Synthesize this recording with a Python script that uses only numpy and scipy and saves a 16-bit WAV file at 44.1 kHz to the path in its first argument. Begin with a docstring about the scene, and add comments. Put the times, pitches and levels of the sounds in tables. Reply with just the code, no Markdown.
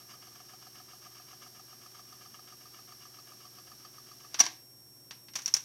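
"""Cassette deck rewinding, stopped by its keys

A motor whirs as tones and coloured noise; an off-centre reel scrapes (resonated grit) and knocks once a turn.
A key clicks, the transport drops out with a clunk that rings the chassis (decaying modes), more clicks follow.
Close by in a small room with mains hum. The small microphone has a sharp treble resonance, and its
electronics add a faint whine, hiss and sizzle."""
import sys
import numpy as np
from scipy import signal
from scipy.fft import rfft, irfft
from scipy.io import wavfile

SR = 44100
rng = np.random.default_rng(int(sys.argv[2]) if len(sys.argv) > 2 else 0)


def store_wav(level_fs):
    """Save 16-bit WAV to argv[1]."""
    pcm = np.round(np.clip(np.atleast_2d(level_fs), -1, 1) * 32767)
    wavfile.write(sys.argv[1], SR, pcm.T.astype(np.int16))


N = 248724
T = np.arange(N) / SR
TURN_S = 0.13258  # one turn of the reel


def undb(db):
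    """Decibels to gain."""
    return 10 ** (np.asarray(db) / 20)


def level(x, db=0):
    """Set the rms level in dB."""
    return x * undb(db) / np.sqrt(np.mean(x ** 2))


def response(points, size):
    """Gain per FFT bin of (Hz, dB) points joined on a log-frequency axis."""
    hz, db = np.transpose(points)
    bins_hz = np.fft.rfftfreq(size, 1 / SR)
    return undb(np.interp(np.log(bins_hz + 1), np.log(hz), db))


def noise(points):
    """Gaussian noise of the given colour, rms 1."""
    spectrum = rfft(rng.standard_normal(N)) * response(points, N)
    return level(irfft(spectrum, N))


def resonate(x, peaks):
    """Pass a sound through parallel (Hz, width Hz, dB) resonances."""
    out = np.zeros(N)
    for hz, width_hz, db in peaks:
        b, a = signal.iirpeak(hz, hz / width_hz, fs=SR)
        out += undb(db) * signal.lfilter(b, a, x)
    return out


def walk(rate_hz):
    """Random wander joining rate_hz knots a second, spread near 1."""
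    knots = rng.standard_normal(N // 20)
    return np.interp(T * rate_hz, np.arange(len(knots)), knots)


def tones(lines, waver_hz):
    """Steady (Hz, dB rms) tones, each wandering a little in pitch."""
    out = np.zeros(N)
    for hz, db in lines:
        cycles = np.cumsum(hz + waver_hz * walk(10)) / SR + rng.random()
        out += np.sqrt(2) * undb(db) * np.sin(2 * np.pi * cycles)
    return out


def fade(age_s, t60_s):
    """Exponential decay by 60 dB in t60_s, silent before its start."""
    return (age_s >= 0) * np.exp(-np.log(1000) * np.abs(age_s) / t60_s)


def ping(age_s, hz, rise_s):
    """A tone whose envelope swells to 1 at rise_s and dies away."""
    u = np.clip(age_s / rise_s, 0, 20)
    return (u * np.exp(1 - u)) ** 2 * np.sin(2 * np.pi * hz * age_s)


def sizzle(hz, swing_hz, jitter_hz, db):
    """A thin electrical tone that flares and bends once every mains cycle."""
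    mains = 2 * np.pi * 60 * T
    pitch_hz = hz + swing_hz * np.cos(mains) + jitter_hz * walk(900)
    flare = undb(8 * np.sin(mains))
    return level(flare * np.sin(2 * np.pi * np.cumsum(pitch_hz) / SR), db)


def electronics():
    """Self-noise of the microphone electronics: wavering whine tones, coloured hiss and sizzle."""
    # Each row: frequency in Hz, rms level in dB.
    whine_lines = [(5517.5, -59), (8275.5, -69.5), (11034, -70), (13792, -95)]
    # Hiss colour. Each row: frequency in Hz, relative density in dB per Hz.
    hiss_colour = [(1000, -25), (4800, -24), (5800, -10.5), (7000, -17), (9800, -17), (11000, -9),
                   (11650, -11), (12400, -5.5), (13200, -11), (15500, -19.5)]
    whine = tones(whine_lines, waver_hz=2.47)
    hiss = level(noise(hiss_colour), -64.0)
    return whine + hiss + sizzle(hz=12390, swing_hz=60, jitter_hz=91, db=-65.0)


def room():
    """Still-room noise, mains hum and the tones of the idling capstan drive."""
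    # Still room. Each row: frequency in Hz, relative density in dB per Hz.
    room_colour = [(25, -34), (48, -7), (75, 1.5), (90, -3), (170, 2.5), (270, 3.5), (450, -2), (800, -5.5),
                   (1500, -12), (3000, -18.5), (5500, -15.5), (15500, -24)]
    # Mains and capstan drive. Each row: frequency in Hz, rms level in dB.
    hum_lines = [(100, -80.5), (120, -65), (139, -73), (300.5, -76), (356.5, -71.5)]
    air = noise(room_colour) * undb(-64.5 + 0.26 * walk(5.1))
    return air + tones(hum_lines, waver_hz=0.54)


def blows(table, colour, t60_s, tail_db, tail_t60_s, bright_tail_db, bright_tail_t60_s,
          ring_db, lowest_hz, rattle_wander_db):
    """Each blow bursts in body and rattle noise, rings the chassis modes and leaves a tail in the room."""
    # Chassis modes. Each row: frequency in Hz, relative level in dB, t60 in seconds.
    chassis_modes = [(322, -15, 0.48), (740, -14.5, 0.29), (1132, -4.5, 0.12), (1601, -1, 0.12),
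                     (2100, -11, .18), (2205, -4, 0.071), (2720, -3, 0.062), (2950, -4, 0.052),
                     (3680, -23, .12), (4600, -2, 0.075), (4460, -1.5, 0.074), (5700, -13, 0.16),
                     (5830, -24, .2), (6101, -33, 0.18), (6940, -12, 0.12)]
    # Small parts rattling. Each row: frequency in Hz, relative density in dB per Hz.
    rattle_colour = [(2500, -27), (4200, -5), (5200, -3.5), (5800, 4), (6800, -2), (8000, -2), (11000, -5),
                     (15500, -11)]
    body_power, bright_power, strikes = np.zeros((3, N))
    for start_s, body_db, bright_db in table:
        age_s = T - start_s
        burst = fade(age_s, t60_s) ** 2
        body_tail = (undb(tail_db) * fade(age_s, tail_t60_s)) ** 2
        bright_tail = (undb(bright_tail_db) * fade(age_s, bright_tail_t60_s)) ** 2
        body_power += undb(body_db) ** 2 * (burst + body_tail)
        bright_power += undb(bright_db) ** 2 * (burst + bright_tail)
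        strikes[int(start_s * SR)] += undb(body_db)

    ring_time_s = T[:SR]
    chassis = np.zeros(SR)
    for hz, db, mode_t60_s in chassis_modes:
        envelope = undb(db + ring_db) * fade(ring_time_s, mode_t60_s)
        chassis += envelope * np.sin(2 * np.pi * hz * ring_time_s)
    b, a = signal.butter(2, lowest_hz, "high", fs=SR)
    chassis = signal.lfilter(b, a, chassis)  # light parts barely stir the low modes

    unevenness = undb(rattle_wander_db * walk(600))  # slight, and none at 0 dB
    body = np.sqrt(body_power) * noise(colour)
    rattle = np.sqrt(bright_power) * unevenness * noise(rattle_colour)
    return body + rattle + signal.fftconvolve(strikes, chassis)[:N]


def latches():
    """Latches and key springs ping as they seat: short swelling tones."""
    # Each row: start in seconds, frequency in Hz, envelope peak in dB, rise in seconds.
    seatings = [(4.343, 5770, -34.5, 0.00037), (4.401, 5750, -17.5, 0.0019), (4.4080, 5900, -20.5, 0.00097),
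                (4.4095, 5680, -24, 0.0013), (5.4594, 5530, -20.5, 0.00032), (5.4775, 6000, -31, 0.00058),
                (5.5393, 5380, -14.5, 0.00095), (5.5403, 6600, -17, 0.00099)]
    return sum(undb(db) * ping(T - start_s, hz, rise_s) for start_s, hz, db, rise_s in seatings)


def key_clicks():
    """Keys clicked by a finger: light blows that stir the upper chassis modes."""
    # Each row: start in seconds, body level in dB, bright rattle level in dB.
    clicks = [(4.3433, -34, -38.5), (5.1095, -41, -44), (5.2840, -50.5, -64), (5.3360, -50.5, -52),
              (5.3550, -36.5, -32), (5.3605, -36.5, -32), (5.3885, -43, -42), (5.4195, -54, -42.5),
              (5.4595, -42.5, -33), (5.4775, -38.5, -34), (5.5402, -40, -23), (5.5455, -35.5, -36),
              (5.5660, -38.5, -30.5)]
    # Clack of the keys. Each row: frequency in Hz, relative density in dB per Hz.
    clack_colour = [(40, -34), (200, -3), (450, -13.5), (1050, -1), (1450, -3.5), (2000, -1.5),
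                    (3700, -2.5), (5000, -5), (7500, -26), (15500, -28)]
    return blows(clicks, clack_colour, t60_s=0.055, tail_db=-13, tail_t60_s=0.34,
                 bright_tail_db=-18.0, bright_tail_t60_s=0.32,
                 ring_db=-8.5, lowest_hz=2180, rattle_wander_db=-0.5)


def transport_stop():
    """The transport drops out: a cluster of heavy blows that ring most of the chassis."""
    # Each row: start in seconds, body level in dB, bright rattle level in dB.
    drops = [(4.3895, -47, -37.5), (4.3932, -30.5, -25), (4.4007, -28.5, -26), (4.4040, -21, -20),
             (4.4085, -31.5, -29), (4.4370, -35, -35), (4.4540, -40, -36), (4.4635, -32.5, -38)]
    # Thud of the transport. Each row: frequency in Hz, relative density in dB per Hz.
    thud_colour = [(40, -45), (130, -18), (320, -1), (510, -16.5), (730, 5), (900, 0), (1170, 1.5),
                   (1400, -9.5), (1640, 2), (2300, -1.5), (3700, -2), (5000, -1.5), (7000, -7),
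                   (15500, -36)]
    return blows(drops, thud_colour, t60_s=0.052, tail_db=-15.5, tail_t60_s=0.35,
                 bright_tail_db=-24, bright_tail_t60_s=0.27,
                 ring_db=-11.0, lowest_hz=255, rattle_wander_db=0.0)


def motor_whir():
    """Motor and belt: coloured noise of slightly unsteady level under wavering tones."""
    # Motor and belt noise. Each row: frequency in Hz, relative density in dB per Hz.
    whir_colour = [(100, -3), (200, -11.5), (370, 4), (500, -20), (750, 5), (1200, -17), (1450, -1),
                   (2200, -5), (3700, -2.5), (4600, 3.5), (5600, 1.5), (7000, -0.5), (10000, -2.5),
                   (15500, -0.5)]
    # Running motor. Each row: frequency in Hz, rms level in dB.
    motor_lines = [(211, -75.5), (234, -79.5), (377, -72.5)]
    whir = noise(whir_colour) * undb(-59.0 + 0.39 * walk(40))
    return whir + tones(motor_lines, waver_hz=2.49)


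def shell_grit(repeat):
    """Roughness under the reel: the share repeat of its power comes round again with every turn."""
    same = np.resize(rng.standard_normal(int(TURN_S * SR)), N)
    fresh = rng.standard_normal(N) * undb(2.1 * rng.exponential(size=N))
    share = np.clip(repeat, 0, 1)
    return np.sqrt(share) * same + np.sqrt(1 - share) * level(fresh)


def reel_pressure(age_s):
    """Reel on shell: bites shortly before the knock, drags with sagging pressure, lets go to a light rub."""
    bite_lead_s, bite_attack_s, drag_s, let_go_s = 0.055, 0.012, 0.068, 0.023
    drag_sag_db_per_s, light_rub_db = 107, -13.5
    touch_s = (age_s + bite_lead_s) % TURN_S
    attack = np.clip(touch_s / bite_attack_s, 0, 1)
    release = np.clip(1 - (touch_s - drag_s) / let_go_s, 0, 1)
    return np.hypot(attack * release * undb(-drag_sag_db_per_s * touch_s), undb(light_rub_db))


def reel_scrape(age_s):
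    """Grit under the reel's pressure excites the cassette shell; it eases slowly as the tape winds on."""
    # Shell resonances. Each row: frequency in Hz, width in Hz, relative level in dB.
    shell_peaks = [(728, 44, 2), (1205, 128, 7), (1654, 86, 2.5), (2214, 370, -6), (2840, 280, -3.5),
                   (3105, 110, -9.5), (4740, 196, -2), (6040, 310, -10)]
    scrape_db, ease_db_per_s = -59.5, 0.72
    pressure = reel_pressure(age_s) * undb(2.8 * walk(70))
    scrape = level(resonate(shell_grit(repeat=0.42) * pressure, shell_peaks))
    return scrape * undb(scrape_db - ease_db_per_s * T)


def reel_knocks(turn, age_s):
    """Once a turn the shell is knocked and rebounds, the hub knocks lower, and gritty short rings tick."""
    # Short rings set off by a knock. Each row: frequency in Hz, width in Hz, relative level in dB.
    tick_peaks = [(1160, 120, 1.5), (1700, 72, 1.5), (2580, 66, 0), (3390, 410, -10.5), (4570, 230, 2.5),
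                  (5930, 230, -7.5)]
    # the shell knock grows steadily as the tape winds on
    shell_knock_db, shell_growth_db_per_s = -51, 1.3
    # the hub knock builds up quickly, then eases off
    hub_knock_db, hub_loudest_s, hub_build_db_per_s, hub_ease_db_per_s = -50.5, 0.46, 28, 3.5
    tick_below_knock_db = 22.5

    shell_db = shell_knock_db + shell_growth_db_per_s * T
    hub_build_db = hub_build_db_per_s * (hub_loudest_s - T)
    hub_ease_db = hub_ease_db_per_s * (T - hub_loudest_s)
    hub_db = hub_knock_db - np.maximum(hub_build_db, hub_ease_db)

    # no two knocks are alike
    shell_chance, pitch_chance, hub_chance = rng.standard_normal((turn[-1] + 1, 3))[turn].T
    shell = ping(age_s, hz=1230 * (1 + 0.014 * pitch_chance), rise_s=0.0034)
    rebound = undb(-14) * ping(age_s - 0.012, hz=1164, rise_s=0.0053)
    hub = ping(age_s, hz=735 * (1 + 0.015 * pitch_chance), rise_s=0.0066)
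    shell_knock = undb(shell_db + 0.67 * shell_chance) * (shell + rebound)
    hub_knock = undb(hub_db + 0.79 * hub_chance) * hub

    tick_grit = shell_grit(repeat=0.4) * fade(age_s - 0.002, t60_s=0.074)
    tick = level(resonate(tick_grit, tick_peaks)) * undb(shell_db - tick_below_knock_db)
    return shell_knock + hub_knock + tick


def rewind():
    """The off-centre reel scrapes and knocks once a turn over the motor, until all fade out together."""
    first_knock_s, stop_s, fade_out_s = 0.0035, 4.395, 0.044
    turns = (T - first_knock_s) / TURN_S + 1
    age_s = turns % 1 * TURN_S  # since the latest knock
    running = np.clip((stop_s - T) / fade_out_s + 1, 0, 1)
    return (reel_knocks(turns.astype(int), age_s) + reel_scrape(age_s) + motor_whir()) * running


def scene():
    """The deck and the room, in mono."""
    return (room() + latches() + key_clicks() + transport_stop() + rewind())[None]


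def microphone(x, size=2048):
    """Causal minimum-phase response with the port's resonance, which rings after every click."""
    # Each row: frequency in Hz, gain in dB.
    mic_curve = [(20, -4.5), (4000, 0), (4900, 1), (5400, 7.5), (5750, 10.5), (6200, 4.5), (6800, 0.5),
                 (7500, -7), (15500, -9)]
    cepstrum = irfft(np.log(response(mic_curve, size)))
    cepstrum[1:size // 2] *= 2  # fold to minimum phase
    cepstrum[size // 2 + 1:] = 0
    impulse = irfft(np.exp(rfft(cepstrum)))
    return signal.fftconvolve(x, impulse[None])[:, :N]


def record(dry):
    """Microphone colour, the noise of its electronics, and a steep top cut."""
    top_hz = 15850
    top_cut = signal.ellip(10, 0.2, 70, top_hz, fs=SR, output="sos")  # ripple and rejection in dB
    return signal.sosfilt(top_cut, microphone(dry) + electronics())


dry = scene()
out = record(dry)
store_wav(out)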